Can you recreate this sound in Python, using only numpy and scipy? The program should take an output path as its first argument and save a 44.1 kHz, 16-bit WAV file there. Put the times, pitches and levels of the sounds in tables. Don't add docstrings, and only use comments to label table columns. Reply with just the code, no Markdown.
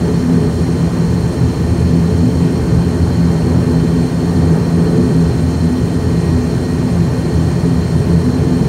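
import sys
import numpy as np
from scipy import signal
from scipy.fft import rfft, irfft, next_fast_len
from scipy.io import wavfile

SR = 44100
rng = np.random.default_rng(int(sys.argv[2]) if len(sys.argv) > 2 else 0)


def invert_db(level):
    return 10 ** (np.asarray(level, dtype=float) / 20)


def store_wav(level_fs):
    pcm = np.round(np.clip(np.atleast_2d(level_fs), -1, 1) * 32767)
    wavfile.write(sys.argv[1], SR, pcm.T.astype(np.int16))


N = 382788


def propellers():
    blade_hz = 84.67
    # multiple of the blade rate, level in dB, blur in Hz, steady share 0-1,
    # share of the load swing.
    blade_orders = [(1, -24, 4.7, 0.07, .2), (2, -20, 9.6, 0.07, .2), (3, -24.5, 11.3, 0.07, .6),
                    (4, -36, 6.6, 0.07, 1.5), (5, -36.5, 7.2, 0.07, 1.5)]
    # time in
    # seconds, pitch in Hz, peak level in dB, length in seconds.
    blade_tone_eddies = [(0.344, 167.4, -10, 0.11), (0.49, 164.5, -15.5, 0.069), (0.85, 166.2, -12, 0.074),
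                         (1.03, 168.7, -14.5, 0.15), (1.18, 168.7, -17, 0.13), (1.84, 171, -16.5, 0.09),
                         (2.01, 168.6, -12, 0.19), (2.21, 169.6, -14.5, 0.12), (2.43, 167.4, -10, 0.072),
                         (2.77, 169.5, -13.5, 0.13), (2.95, 170.2, -17.5, 0.22),
                         (3.23, 170.1, -12.5, 0.14), (3.36, 164.5, -14, 0.085), (3.55, 169.8, -17, 0.15),
                         (3.82, 167.4, -12, 0.18), (3.98, 168.1, -14.5, 0.17), (4.27, 168.2, -14.5, 0.11),
                         (4.49, 164.1, -13.5, 0.2), (4.78, 168.4, -15, 0.39), (4.99, 170.8, -12.5, 0.079),
                         (5.21, 165, -10.5, 0.17), (5.67, 167.9, -12, 0.087), (6.18, 168.3, -18.5, 0.2),
                         (6.99, 170.1, -13, 0.13), (7.27, 166.6, -15.5, 0.1), (7.43, 164.0, -13.5, 0.13),
                         (7.697, 166.2, -15.5, 0.1), (7.95, 168.6, -16, 0.09), (8.152, 165.5, -10.5, 0.11),
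                         (8.51, 172.5, -17.5, 0.17),
                         (0.28, 250.7, -15, 0.17), (0.579, 84.8, -16.0, 0.12), (0.72, 255, -18.5, 0.1),
                         (1.48, 84.1, -18, 0.086), (1.82, 83.4, -17, 0.15), (1.95, 254, -18, 0.096),
                         (2.18, 84.4, -13.5, 0.1), (2.26, 251.1, -18, 0.097), (2.41, 255.2, -18.5, 0.23),
                         (3.04, 86.5, -18, 0.2), (3.25, 83.8, -20.5, 0.17), (3.52, 250.2, -18.5, 0.24),
                         (3.61, 85.3, -17.5, 0.32), (3.76, 250, -17.5, 0.17), (3.98, 246.7, -19, 0.14),
                         (4.392, 88, -17, 0.21), (4.98, 253.7, -16.0, 0.17), (5.261, 82.6, -19, 0.14),
                         (5.48, 82.6, -17.5, 0.089), (5.73, 248.0, -17.5, 0.18), (6.33, 84.5, -14.5, 0.1),
                         (6.41, 248.3, -16, 0.13), (6.841, 250, -17.5, 0.076), (7.44, 82.7, -18, 0.27),
                         (7.74, 251.2, -17.5, 0.12), (8.01, 252, -18.0, 0.13), (8.22, 84.5, -17, 0.3),
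                         (8.32, 251.2, -17.5, 0.14), (8.401, 85.5, -19, 0.2), (8.53, 253.4, -18, 0.091)]
    eddies = blade_tone_eddies
    swing_db = load_db()
    out = np.zeros(N)
    for multiple, level_db, blur_hz, steady_share, load_share in blade_orders:
        blade_tone = blurred_tone(multiple * blade_hz, level_db + load_share * swing_db, blur_hz, steady_share)
        own_eddies = [eddy for eddy in eddies if round(eddy[1] / blade_hz) == multiple]
        out += surging(blade_tone, own_eddies)
    return out


def load_db():
    # time in seconds, load in dB.
    load_curve = [(0.0, -25), (0.05, -21.5), (0.19, -22.5), (0.48, -19.5), (0.56, -28), (0.58, -23.5),
                  (1.04, -22), (1.06, -24), (3.6, -21), (4.23, -24), (4.52, -19.5), (4.71, -23),
                  (4.88, -18), (4.91, -20), (5.39, -24.5), (6.36, -22), (6.53, -23), (8.68, -22)]
    db, = in_time(load_curve)
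    return db - np.mean(db)


def slipstream_roar():
    roar_db = -15.5
    # frequency in Hz, density in dB per Hz.
    roar_slope = [(25.0, -43), (40.0, -20.5), (60.0, -9.5), (95.0, -6.5), (125.0, -3), (190.0, -7),
                  (290.0, -13), (460.0, -14), (490.0, -20), (900.0, -26), (1250.0, -31.5), (1650.0, -36),
                  (2000.0, -36.5)]
    # centre in Hz, width in Hz, gain in
    # dB.
    roar_humps = [(61.3, 4.9, 4), (79, 22, 4), (92.35, 6.9, -2.5), (113.4, 14, 2.5), (140.3, 6.3, -6.5),
                  (154, 20, 3.5), (222, 8.8, -7.5), (252, 40, 5.5), (342.7, 39, 5), (426, 40, 5),
                  (510, 18, 4), (592, 20, 2.5), (680, 25, 2), (885, 30, 2.5), (1111, 40, 3), (1190, 40, 2),
                   (1534, 150, 4), (1724, 34, 5.5), (1789, 45, 7), (1822, 20, 3)]
    # share of the load swing, own gusting in dB.
    gusting = [
        (0.17, 1.6),
        (0.93, .6),
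        (0.49, 0.31),
    ]
    gusts_db = [load_share * load_db() + own_db * drift(3.3) for load_share, own_db in gusting]
    steady_roar = coloured_noise(roar_slope, roar_humps, above=False)
    return invert_db(roar_db) * in_bands(steady_roar, [140, 480], gusts_db)


def engine_shaft():
    # frequency in Hz, level in dB, blur in Hz (below zero: the unsteady part grows towards the end),
    # steady share 0-1.
    shaft_hum = (129, -24.5, -0.1, .5)
    # time in seconds, pitch in Hz, peak level in dB, length in seconds.
    shaft_surges = [(1.12, 124.8, -18, 0.08), (1.45, 121.9, -20, 0.28), (1.84, 126.0, -18, 0.11),
                    (2.13, 123.4, -20, 0.19), (2.28, 119.9, -16.5, 0.049), (2.8, 124.8, -19.0, 0.18),
                    (3.61, 123.2, -18, 0.09), (5.39, 126.2, -19.5, 0.13), (5.81, 124.9, -15, 0.088),
                    (6.36, 128.0, -19, 0.099), (6.55, 127.0, -19, 0.1), (7.06, 126.3, -20, 0.15),
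                    (7.54, 128.6, -22, 0.16), (7.85, 127.0, -21.5, 0.28)]
    return blurred_tone(*shaft_hum) + surging(0, shaft_surges)


def gears():
    # time in seconds, pitch in Hz, level in dB.
    mesh_curve = [(0.0, 1883, -60), (0.02, 1879, -49), (0.39, 1879, -45), (0.75, 1878, -50),
                  (0.97, 1878, -47), (2.0, 1878, -50), (2.83, 1879, -47), (6.79, 1881, -44.5),
                  (8.68, 1881, -48.5)]
    # multiple, level in dB against the first.
    mesh_overtones = [(2, -25), (3, -13)]
    # frequency in Hz, level in dB, wander in Hz.
    accessory_tones = [
        (214.7, -33, .6),
        (1033, -52, .8),
    ]
    mesh_hz, mesh_db = in_time(mesh_curve)
    out = tone(mesh_hz, mesh_db + 1.5 * drift(4.8))
    for multiple, relative_db in mesh_overtones:
        out += tone(multiple * mesh_hz, np.mean(mesh_db) + relative_db + 3 * drift(2.5))
    for hz, level_db, wander_hz in accessory_tones:
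        out += tone(hz + wander_hz * drift(1.62), level_db + 3 * drift(2.0))
    return out


def ventilation_hiss():
    hiss_db = -36.5
    # frequency in Hz, density in dB per Hz.
    hiss_slope = [(1950, 0.0), (2700, -4.0), (3800, -10.0), (5000, -5.5), (6200, -8.0), (7800, -11.5),
                  (9300, -12.5), (11000, -16.0), (13000, -20.5), (15300, -22.0), (15700, -19.5)]
    # centre in Hz, width in Hz, gain in dB.
    duct_rings = [(2106, 45, 3.5), (2437, 129, 4.0), (2823, 39, 3.0), (3128, 161, 8.5), (3185, 35, -6.0),
                  (3262, 36, 4.0), (3595, 195, 4.5), (4076, 299, 6.0), (4106, 70, 10.5), (4220, 68, 3.0),
                  (4347, 126, 15.0), (4433, 27, -2.5), (4511, 43, 4.5), (4602, 48, 4.0), (5420, 72, 4.0),
                  (5600, 173, 5.0), (6210, 110, -4.5), (6330, 200, 7.0), (6500, 81, 3.5), (6780, 307, 4.0),
                  (7230, 419, 4.5), (8130, 84, 4.0), (8440, 429, 7.5), (8580, 112, 6.5), (9020, 204, 7.0),
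                  (9390, 40, 1.5), (10030, 76, 4.0), (10530, 290, 6.0), (12310, 157, 6.5),
                  (13520, 158, 3.5)]
    flicker_db = [depth_db * drift(16) for depth_db in (0.82, 0.65, 0.38, 0.66, 0.78, 0.5)]
    steady_hiss = coloured_noise(hiss_slope, duct_rings, above=True)
    return invert_db(hiss_db) * in_bands(steady_hiss, [2900, 3900, 5800, 7900, 11500], flicker_db)


def blurred_tone(hz, level_db, blur_hz, steady_share):
    wander = np.sqrt((1 - steady_share) / 2) * (drift(blur_hz) + 1j * drift(blur_hz))
    turning = np.exp(2j * np.pi * hz * np.arange(N) / SR)
    return np.sqrt(2) * invert_db(level_db) * np.real((np.sqrt(steady_share) + wander) * turning)


def surging(steady, events):
    bell_stretch, bell_squareness, gain_db = 1.09, 2.9, 0.34
    t = np.arange(N) / SR
    pitch_wobble = 1 + 0.018 * drift(11.9)
    flutter_db = 1.5 * drift(12)
    left, surges = np.ones(N), np.zeros(N)
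    for centre_s, hz, peak_db, length_s in events:
        near = slice(max(int((centre_s - 0.5) * SR), 0), int((centre_s + 0.5) * SR))
        offset = 2 * (t[near] - centre_s) / (bell_stretch * length_s)
        bell = 2.0 ** -np.abs(offset) ** bell_squareness
        left[near] *= 1 - bell
        phase = 2 * np.pi * (hz * np.cumsum(pitch_wobble[near]) / SR + rng.random())
        level = invert_db(peak_db + gain_db + flutter_db[near])
        surges[near] += np.sqrt(2) * bell * level * np.sin(phase)
    return left * steady + surges


def tone(hz, level_db):
    turns = np.cumsum(hz + np.zeros(N)) / SR + rng.random()
    return np.sqrt(2) * invert_db(level_db) * np.sin(2 * np.pi * turns)


def coloured_noise(slope, humps, above):
    split_hz = 1950
    size = next_fast_len(N)
    hz = np.arange(size // 2 + 1) * SR / size + 1e-3
    slope_hz, slope_db = np.transpose(slope)
    shape_db = np.interp(np.log(hz), np.log(slope_hz), slope_db, left=-60)
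    for centre_hz, width_hz, gain_db in humps:
        shape_db += gain_db * 2.0 ** -(2 * (hz - centre_hz) / width_hz) ** 2
    side = (hz > split_hz) == above
    white = rfft(rng.standard_normal(size))
    return rms_one(irfft(white * invert_db(shape_db) * side, size)[:N])


def in_bands(x, edges_hz, gains_db):
    size = next_fast_len(N)
    band = np.searchsorted(edges_hz, np.arange(size // 2 + 1) * SR / size)
    spectrum = rfft(x, size)
    return sum(invert_db(db) * irfft(spectrum * (band == k), size)[:N] for k, db in enumerate(gains_db))


def drift(rate_hz):
    stride = 40
    settle = 2000
    pole = np.exp(-2 * np.pi * rate_hz * stride / SR)
    coarse = rng.standard_normal(N // stride + settle + 2)
    slow = signal.lfilter([1], [1, -2 * pole, pole * pole], coarse)[settle:]
    return np.interp(np.arange(N) / stride, np.arange(len(slow)), rms_one(slow))


def in_time(rows):
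    s, *columns = np.transpose(rows)
    return [np.interp(np.arange(N) / SR, s, column) for column in columns]


def rms_one(x):
    return x / np.sqrt(np.mean(x ** 2) + 1e-20)


def scene():
    mix = propellers() + slipstream_roar() + engine_shaft() + gears() + ventilation_hiss()
    return mix[None, :]


def band_limit(x):
    return signal.sosfilt(signal.butter(12, 15870, fs=SR, output="sos"), x)


def record(dry):
    rounded = dry / (1 + np.abs(dry) ** 4) ** 0.25
    top_cut = signal.ellip(12, 0.3, 80, 15715, fs=SR, output="sos")
    return band_limit(signal.sosfilt(top_cut, rounded))


dry = scene()
out = record(dry)
store_wav(out)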